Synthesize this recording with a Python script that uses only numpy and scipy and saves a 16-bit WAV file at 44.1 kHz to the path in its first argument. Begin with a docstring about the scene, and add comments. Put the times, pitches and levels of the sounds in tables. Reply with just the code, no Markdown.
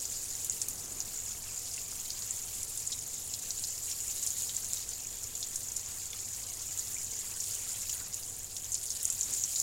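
"""A watering can is swept to and fro over potted plants on a wire rack in front of a garden fence.
Its jets fizz on the leaves as band-filtered impulses; drops patter on plastic pots as echoing noise bursts.
Bubbles in the soil ring as narrow resonators, broad surfaces drum as coloured dull taps, and fat drops tick.
Distant machinery hums as wavering sines over a coloured-noise rumble.
One small microphone, a treble resonance and a low-pass filter, hears it all."""
import sys
import numpy as np
from scipy import signal
from scipy.fft import rfft, irfft, next_fast_len
from scipy.io import wavfile

SR = 44100
rng = np.random.default_rng(int(sys.argv[2]) if len(sys.argv) > 2 else 0)


def waveform_to_disk(signal):
    """Save audio, clipped to [-1, 1], as 16-bit WAV at the path in sys.argv[1]."""
    frames = np.transpose(np.atleast_2d(signal))
    scaled = np.clip(frames, -1, 1) * 32767
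    samples = np.round(scaled).astype(np.int16)
    wavfile.write(sys.argv[1], SR, samples)


N = 424638


def from_db(db):
    """Decibel law: 20 dB is a factor of ten in amplitude."""
    return 10 ** (np.asarray(db) / 20)


def rms_one(x):
    """Normalisation: divide by the root mean square."""
    return x / np.sqrt(np.mean(x ** 2) + 1e-20)


def in_time(rows):
    """Linear interpolation: each column of a time table at every sample."""
    times_s, *columns = np.transpose(rows)
    t = np.arange(N) / SR
    return [np.interp(t, times_s, column) for column in columns]


def at_hz(points, hz):
    """Logarithmic pitch: a spectrum in dB is interpolated along log frequency."""
    known_hz, db = np.transpose(points)
    return np.interp(np.log(np.maximum(hz, 1)), np.log(known_hz), db)


def colour(x, spectrum):
    """Spectral shaping: weight the Fourier transform by a smooth curve, then set the rms to 1."""
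    size = next_fast_len(N)
    hz = np.arange(size // 2 + 1) * SR / size
    weighted = rfft(x, size) * from_db(at_hz(spectrum, hz))
    return rms_one(irfft(weighted, size)[:N])


def drift(rate_hz):
    """Low-passed noise: a slow random fluctuation with an rms of 1."""
    step = 40   # the fluctuation is computed at every 40th sample
    settling = 2000
    pole = np.exp(-2 * np.pi * rate_hz * step / SR)
    noise = rng.standard_normal(N // step + settling + 2)
    slow = signal.lfilter([1], [1, -2 * pole, pole * pole], noise)[settling:]
    return np.interp(np.arange(N) / step, np.arange(len(slow)), rms_one(slow))


def resonate(x, hz, width_hz):
    """Damped resonance: a two-pole band-pass with a gain of 1 at its peak."""
    w = 2 * np.pi * min(hz, 0.45 * SR) / SR
    damping = np.tan(np.pi * min(width_hz, SR / 3) / SR)
    feedback = [1 + damping, -2 * np.cos(w), 1 - damping]
    return signal.lfilter([damping, 0, -damping], feedback, x + 1e-18)


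def impacts(per_s, spread_db):
    """Random arrivals: independent clicks of either sign, many small and a few large."""
    sizes = from_db(spread_db * np.minimum(rng.exponential(1, N), 4))
    signs = rng.choice([-1, 1], N)
    return sizes * signs * (rng.random(N) < per_s / SR)


def add(track, s, sound):
    """Superposition: mix a sound into a track at a time in seconds."""
    start = int(np.clip(s * SR, 0, N - 1))
    track[start:start + len(sound)] += sound[:N - start]


# Colour of the fine spray: (f/Hz, relative density/dB per Hz)
SPRAY_SPECTRUM = [(700, -25), (1500, -17.5), (2700, -10.5), (3600, -8.5), (5000, 1), (6200, 0), (8000, 4.5),
                  (10000, -0.5), (12500, -1), (15800, -5)]


def spray(flurry_db=0.9, patch_db=1.5):
    """Granular noise: jets break into thousands of droplets, in flurries over leaves with their own bands."""
    flurries = flurry_db * drift(8)
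    edges_hz = [600, 3400, 4600, 6200, 8500, 11600, 16500]
    droplets = [impacts(8000, spread_db=3.5) for _ in range(2)]   # neighbouring bands hear different droplets
    fizz = 0
    for k, (low, high) in enumerate(zip(edges_hz, edges_hz[1:])):
        leaf_filter = signal.butter(2, [low, high], "band", fs=SR, output="sos")
        band = signal.sosfilt(leaf_filter, droplets[k % 2] + 1e-18)
        fizz = fizz + band * from_db(flurries + patch_db * drift(11.5))
    return colour(fizz, SPRAY_SPECTRUM)


def splash(hz, length_s, octaves, crack_db, ping_db, echo_db,
           echo_s=0.005, rise_s=0.00016, size=2048, count=9):
    """Transient excitation: a drop bursts around its pitch and echoes; energy of 1 ms at rms 1."""
    t = np.arange(size) / SR
    f = np.arange(1, size // 2 + 2) * SR / size
    body = 1 / np.sqrt(1 + (2 * np.log2(f / hz) / max(octaves, 0.1)) ** 8)
    crack = from_db(crack_db) * f / np.hypot(f, 4000)   # broadband, rising up to about 4 kHz
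    noise = rms_one(irfft(rfft(rng.standard_normal(size)) * (body + crack)))
    ping = from_db(ping_db) * np.sin(2 * np.pi * hz * t)   # a trapped bubble rings at the pitch
    envelope = np.exp(-t / max(length_s, 1e-4)) * (1 - np.exp(-t / rise_s))
    burst = (noise + ping) * envelope
    # pots and fence return each drop along a few paths of its own, the later the weaker
    delays_s = rng.uniform(0.001, 0.024, count)
    fading = rms_one(np.exp(-delays_s / (2 * echo_s)))
    strengths = fading / np.sqrt(count) * rng.choice([-1, 1], count)
    paths = np.zeros(size)
    paths[0] = 1
    paths[np.clip(delays_s * SR, 1, size - 1).astype(int)] = from_db(echo_db) * strengths
    sound = irfft(rfft(burst, 2 * size) * rfft(paths, 2 * size))
    return rms_one(sound) * np.sqrt(SR / 1000 / len(sound))


# Pitches at which pots and leaves answer a drop: (f/Hz, relative level/dB)
PATTER_PITCHES = [(2600, -13), (3600, -11), (5000, -3), (7000, 0.5), (9000, 1.5), (13500, -6)]


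def patter(spread_db=3.0, length_s=0.0014, count=420):
    """Impact response: smaller drops land on many spots of the pots, each with its own pitch and echoes."""
    out = np.zeros(N)
    pitches_hz = np.geomspace(PATTER_PITCHES[0][0], PATTER_PITCHES[-1][0], count)
    for hz, wetness in zip(pitches_hz, rng.random(count)):
        spot_length_s = length_s * 4 ** (2 * wetness - 1)   # wetter spots splash longer
        drop = splash(hz, spot_length_s, octaves=0.42, crack_db=-15.5, ping_db=-0.5,
                      echo_db=-1.5, rise_s=0.00014)
        for when, chance in rng.random((10, 2)):   # ten landings on each spot
            db = at_hz(PATTER_PITCHES, hz) - spread_db * np.log(max(chance, 1 / 20))
            add(out, when * N / SR, from_db(db) * drop)
    return rms_one(out)


# Pitches of the bubbles in the soil: (f/Hz, relative level/dB)
SOIL_PITCHES = [(900, -1), (1500, 0), (2100, 4), (2700, 6), (3400, 4), (4400, -15)]


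def soil(relative_width=0.03, count=36):
    """Bubble resonance: tiny bubbles and wet crumbs ring briefly as the water soaks in."""
    clicks = impacts(1000 * from_db(3.3 * drift(8)), spread_db=3.0)
    dealt = rng.integers(0, count, N)   # which resonance each click excites
    pitches_hz = np.geomspace(SOIL_PITCHES[0][0], SOIL_PITCHES[-1][0], count)
    bubbling = 0
    for k, hz in enumerate(pitches_hz):
        ringing = rms_one(resonate(clicks * (dealt == k), hz, relative_width * hz))
        bubbling = bubbling + from_db(at_hz(SOIL_PITCHES, hz)) * ringing
    return rms_one(bubbling)


# Colour of the drumming: (f/Hz, relative density/dB per Hz)
DRUMMING_SPECTRUM = [(60, -33), (130, 0), (350, -2), (600, -8), (1200, -9), (3000, -21)]
# The jets brush a broad leaf or a pot wall: (t/s, peak level/dB, time to swell or fade/s)
BRUSHES = [(0.12, -62.5, 0.26), (0.87, -55.5, 0.19), (4.45, -62, 0.049), (8.02, -63, .05),
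           (9.3, -54.5, 0.041)]


def drumming(steady_db=-68):
    """Addition of powers: steady dull taps on broad, soft surfaces swell as the shower brushes one."""
    t = np.arange(N) / SR
    power = from_db(steady_db) ** 2
    for s, db, swell_s in BRUSHES:
        power = power + from_db(db) ** 2 * np.exp(-((t - s) / swell_s) ** 2)
    return np.sqrt(power) * colour(impacts(4000, spread_db=0.5), DRUMMING_SPECTRUM)


# The garden's background: (f/Hz, relative density/dB per Hz)
GARDEN_SPECTRUM = [(15, 8.5), (36, -36), (50, 2), (100, -1), (135, -1.5), (160, -10.5), (205, -7),
                   (320, -12), (450, -9), (580, -14), (720, -9.5), (800, -13.5), (1300, -20.5),
                   (4000, -23.5)]
# Distant motors: (f/Hz, rms level/dB, rms pitch wander/Hz)
MOTOR_TONES = [(49.1, -64.5, .2), (92.5, -62.5, .3), (100.2, -68, .8), (103.5, -72, .8), (185, -78, .6),
               (463, -75, 2.5), (519, -78, 1.5), (722, -79, 16)]


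def garden(level_db=-54.0, fade_db_per_s=0.12):
    """Noise and beats: a slowly receding rumble under wavering motor tones that beat with each other."""
    from_middle_s = (np.arange(N) - N / 2) / SR
    rumble_db = level_db - fade_db_per_s * from_middle_s
    rumble = from_db(rumble_db) * colour(rng.standard_normal(N), GARDEN_SPECTRUM)
    hum = 0
    for hz, db, wander_hz in MOTOR_TONES:
        phase = 2 * np.pi * np.cumsum(hz + wander_hz * drift(3.84)) / SR
        hum = hum + from_db(db) * np.sqrt(2) * np.sin(phase)
    return rumble + hum


def fat_drop(hz, length_s, octaves):
    """Bubble ringing: high drops tick on rims; low ones plop into wet soil and ring more."""
    ping_db = -0.5 - 7 * np.log2(hz / 4000)   # 7 dB less ring for each octave up
    return splash(hz, length_s, octaves, crack_db=-26.5, ping_db=ping_db, echo_db=-5.0)


# The fattest drops: (t/s, level as rms over 1 ms/dB, f/Hz, decay time of the splash/s, bandwidth/octaves)
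FAT_DROPS = [(0.054, -30.5, 6740, .0022, .6), (0.446, -26.5, 9100, 0.0037, 1.1),
             (0.4974, -24, 7460, .0015, 0.66), (0.6162, -22.5, 6500, .0027, 1.1),
             (0.6845, -24.5, 8800, 0.0026, 1.4), (1.0039, -26.5, 6130, .0016, 0.47),
             (1.594, -33.5, 8500, 0.0015, 1.1), (1.7127, -34, 5500, 0.0097, 0.47),
             (1.779, -36, 2690, 0.0028, .5), (1.926, -45, 1380, 0.0032, .35),
             (2.1037, -26.5, 5140, .0024, .65), (2.2225, -33.5, 5030, .001, .5),
             (2.3078, -27.5, 7740, 0.0031, 0.46), (2.6304, -27, 7700, .0027, 1.1),
             (2.7752, -28, 7470, .002, 1), (2.874, -27, 7350, .0019, 0.46),
             (2.919, -25.5, 5600, 0.013, 0.95), (2.926, -29.5, 3820, 0.0028, 0.4),
             (3.338, -27.5, 5100, .0024, .9), (3.5056, -25.5, 5650, .0031, .9),
             (3.6383, -26.5, 5100, 0.0055, 0.79), (3.6466, -33, 5370, .0044, .9),
             (3.9132, -28.5, 5330, 0.0022, 1.1), (4.228, -28, 7270, .004, 0.48),
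             (4.265, -24.5, 8450, .0019, .6), (4.2714, -26.5, 5840, .0024, 1.1),
             (4.305, -29, 7200, .0008, 0.42), (4.494, -31, 3840, 0.0029, 1),
             (4.566, -29, 7200, .0015, 0.37), (4.733, -25, 7500, .0015, 1), (4.772, -33, 4400, .0042, .9),
             (4.89, -31, 7000, 0.00083, 0.35), (5.2326, -30.5, 8900, .0065, 1),
             (5.428, -25.5, 5200, 0.0031, 0.97), (5.5578, -25, 7700, 0.0045, 0.96),
             (5.766, -25.5, 7700, 0.0029, 1.1), (6.131, -32, 3470, 0.0031, 1.3),
             (6.7936, -28, 7000, .0022, 0.68), (6.9655, -37.5, 2380, 0.0044, 0.46),
             (7.4023, -28, 6500, .007, 0.73), (7.8952, -27.5, 5530, 0.0045, 2.1),
             (8.011, -43, 1450, 0.0086, 1.1), (8.142, -29, 7000, .0024, 1.2),
             (8.3876, -34, 12200, .0015, 0.73), (8.5656, -29, 5600, .0041, 1.5),
             (8.7195, -26, 7800, 0.0035, .65), (8.743, -24.5, 7000, 0.0025, 0.83),
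             (8.752, -28, 5400, 0.0024, .9), (8.9038, -25.5, 6540, 0.0024, 0.69),
             (9.0295, -25, 10000, .0022, 1.1), (9.0529, -21, 7800, 0.0018, 0.67),
             (9.1013, -24.5, 6700, 0.0015, .5), (9.1247, -29, 9400, 0.0021, 0.78),
             (9.21, -24.5, 7000, 0.0011, 0.62), (9.229, -25, 6750, 0.0047, .55),
             (9.3368, -25, 7600, .0017, 0.92), (9.4382, -21.5, 6240, 0.0015, 0.27),
             (9.5575, -28, 4860, .0066, .7), (9.5997, -22.5, 6450, 0.001, 0.46)]


def fat_drops():
    """Isolated transients: the heaviest drops stand out of the shower."""
    out = np.zeros(N)
    for s, db, hz, length_s, octaves in FAT_DROPS:
        add(out, s, from_db(db) * fat_drop(hz, length_s, octaves))
    return out


def stray_drops(count=32, loudest_db=-32.5, range_db=5.5):
    """Jittered arrivals: lesser drops of varied size fall off the leaves, one in each equal slot of time."""
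    middle_hz, spread_octaves = 7460, 0.51
    middle_length_s, width_octaves = 0.0017, 0.53
    out = np.zeros(N)
    for k in range(count):
        when, smallness = rng.random(2)
        pitch, length = rng.uniform(-1.05, 1, 2)
        hz = middle_hz * 2 ** (spread_octaves * pitch)
        drop = fat_drop(hz, middle_length_s * 2 ** length, width_octaves)
        add(out, (k + when) / count * N / SR, from_db(loudest_db - range_db * smallness) * drop)
    return out


# What stands along the rack, from a big pot over spiky leaves to small pots:
# (aim/0-1, relative level of spray on leaves/dB, relative level of patter on pots/dB)
RACK = [(0, -47.5, -43), (.15, -47, -43.5), (.5, -43.5, -40.5), (.8, -46, -41.5), (1, -47, -39)]


def under_shower(aim):
    """Position-dependent response: how loudly leaves and pots answer where the can points, in dB."""
    places, *columns = np.transpose(sorted(RACK))
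    return [np.interp(aim, places, column) for column in columns]


# The hand swings the can to and fro:
# (t/s, aim/0 = left end of the rack to 1 = right end, flow/dB, relative level of the soil's bubbling/dB)
SWEEP = [(0.0, 0.26, 1.5, -60), (0.55, 0.21, 2.5, -57.5), (0.9, 0, -0.5, -60.5), (1.2, 0, 2, -56.5),
         (1.6, 0.38, -1.5, -58), (2.7, 0.54, -0.5, -58), (3.2, 0.71, -0.8, -61), (4.3, 0.5, 1.8, -58),
         (4.7, 0.4, 1.5, -57.5), (5.1, 0.19, -0.1, -60), (5.6, 0.25, -0.1, -58), (6.5, 0.044, 0.7, -57.5),
         (6.8, 0.41, 1, -58), (7.1, 0.33, 0.3, -57), (7.95, 0.68, 2, -54.5), (8.3, 0.72, -3, -62.5),
         (9.15, 1, 0.5, -59.5), (9.35, 0.65, 3, -58), (9.63, 0.72, 4, -65)]


def scene(spray_db=-1.46, patter_db=-4.5, bubbles_db=-2.5, cluster_db=0.7):
    """Superposition: aim balances leaves and pots, flow lifts spray, patter and strays; channels are alike."""
    aim, flow_db, soil_db = in_time(SWEEP)
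    leaves_db, pots_db = under_shower(aim)
    on_leaves = from_db(leaves_db + spray_db) * spray()
    clusters_db = cluster_db * drift(12.6)   # the water lands on the pots in clusters
    on_pots = from_db(pots_db + patter_db + clusters_db) * patter()
    in_soil = from_db(soil_db + bubbles_db) * soil()
    shower = on_leaves + on_pots + stray_drops()
    water = from_db(flow_db) * shower + in_soil + drumming() + fat_drops()
    return np.tile(water + garden(), (2, 1))


def record(dry):
    """Cavity resonance: the microphone's port rings in the treble, and a steep low-pass cuts the top."""
    port_hz, width_hz, peak_db, cutoff_hz = 7000, 1250, 10, 15820
    ring = from_db(peak_db)
    coloured = dry + (ring - 1) * resonate(dry, port_hz, width_hz / np.sqrt(ring))
    low_pass = signal.ellip(10, 0.05, 60, cutoff_hz, fs=SR, output="sos")
    return signal.sosfiltfilt(low_pass, coloured)   # forwards and backwards: no phase shift


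dry = scene()
out = record(dry)
waveform_to_disk(out)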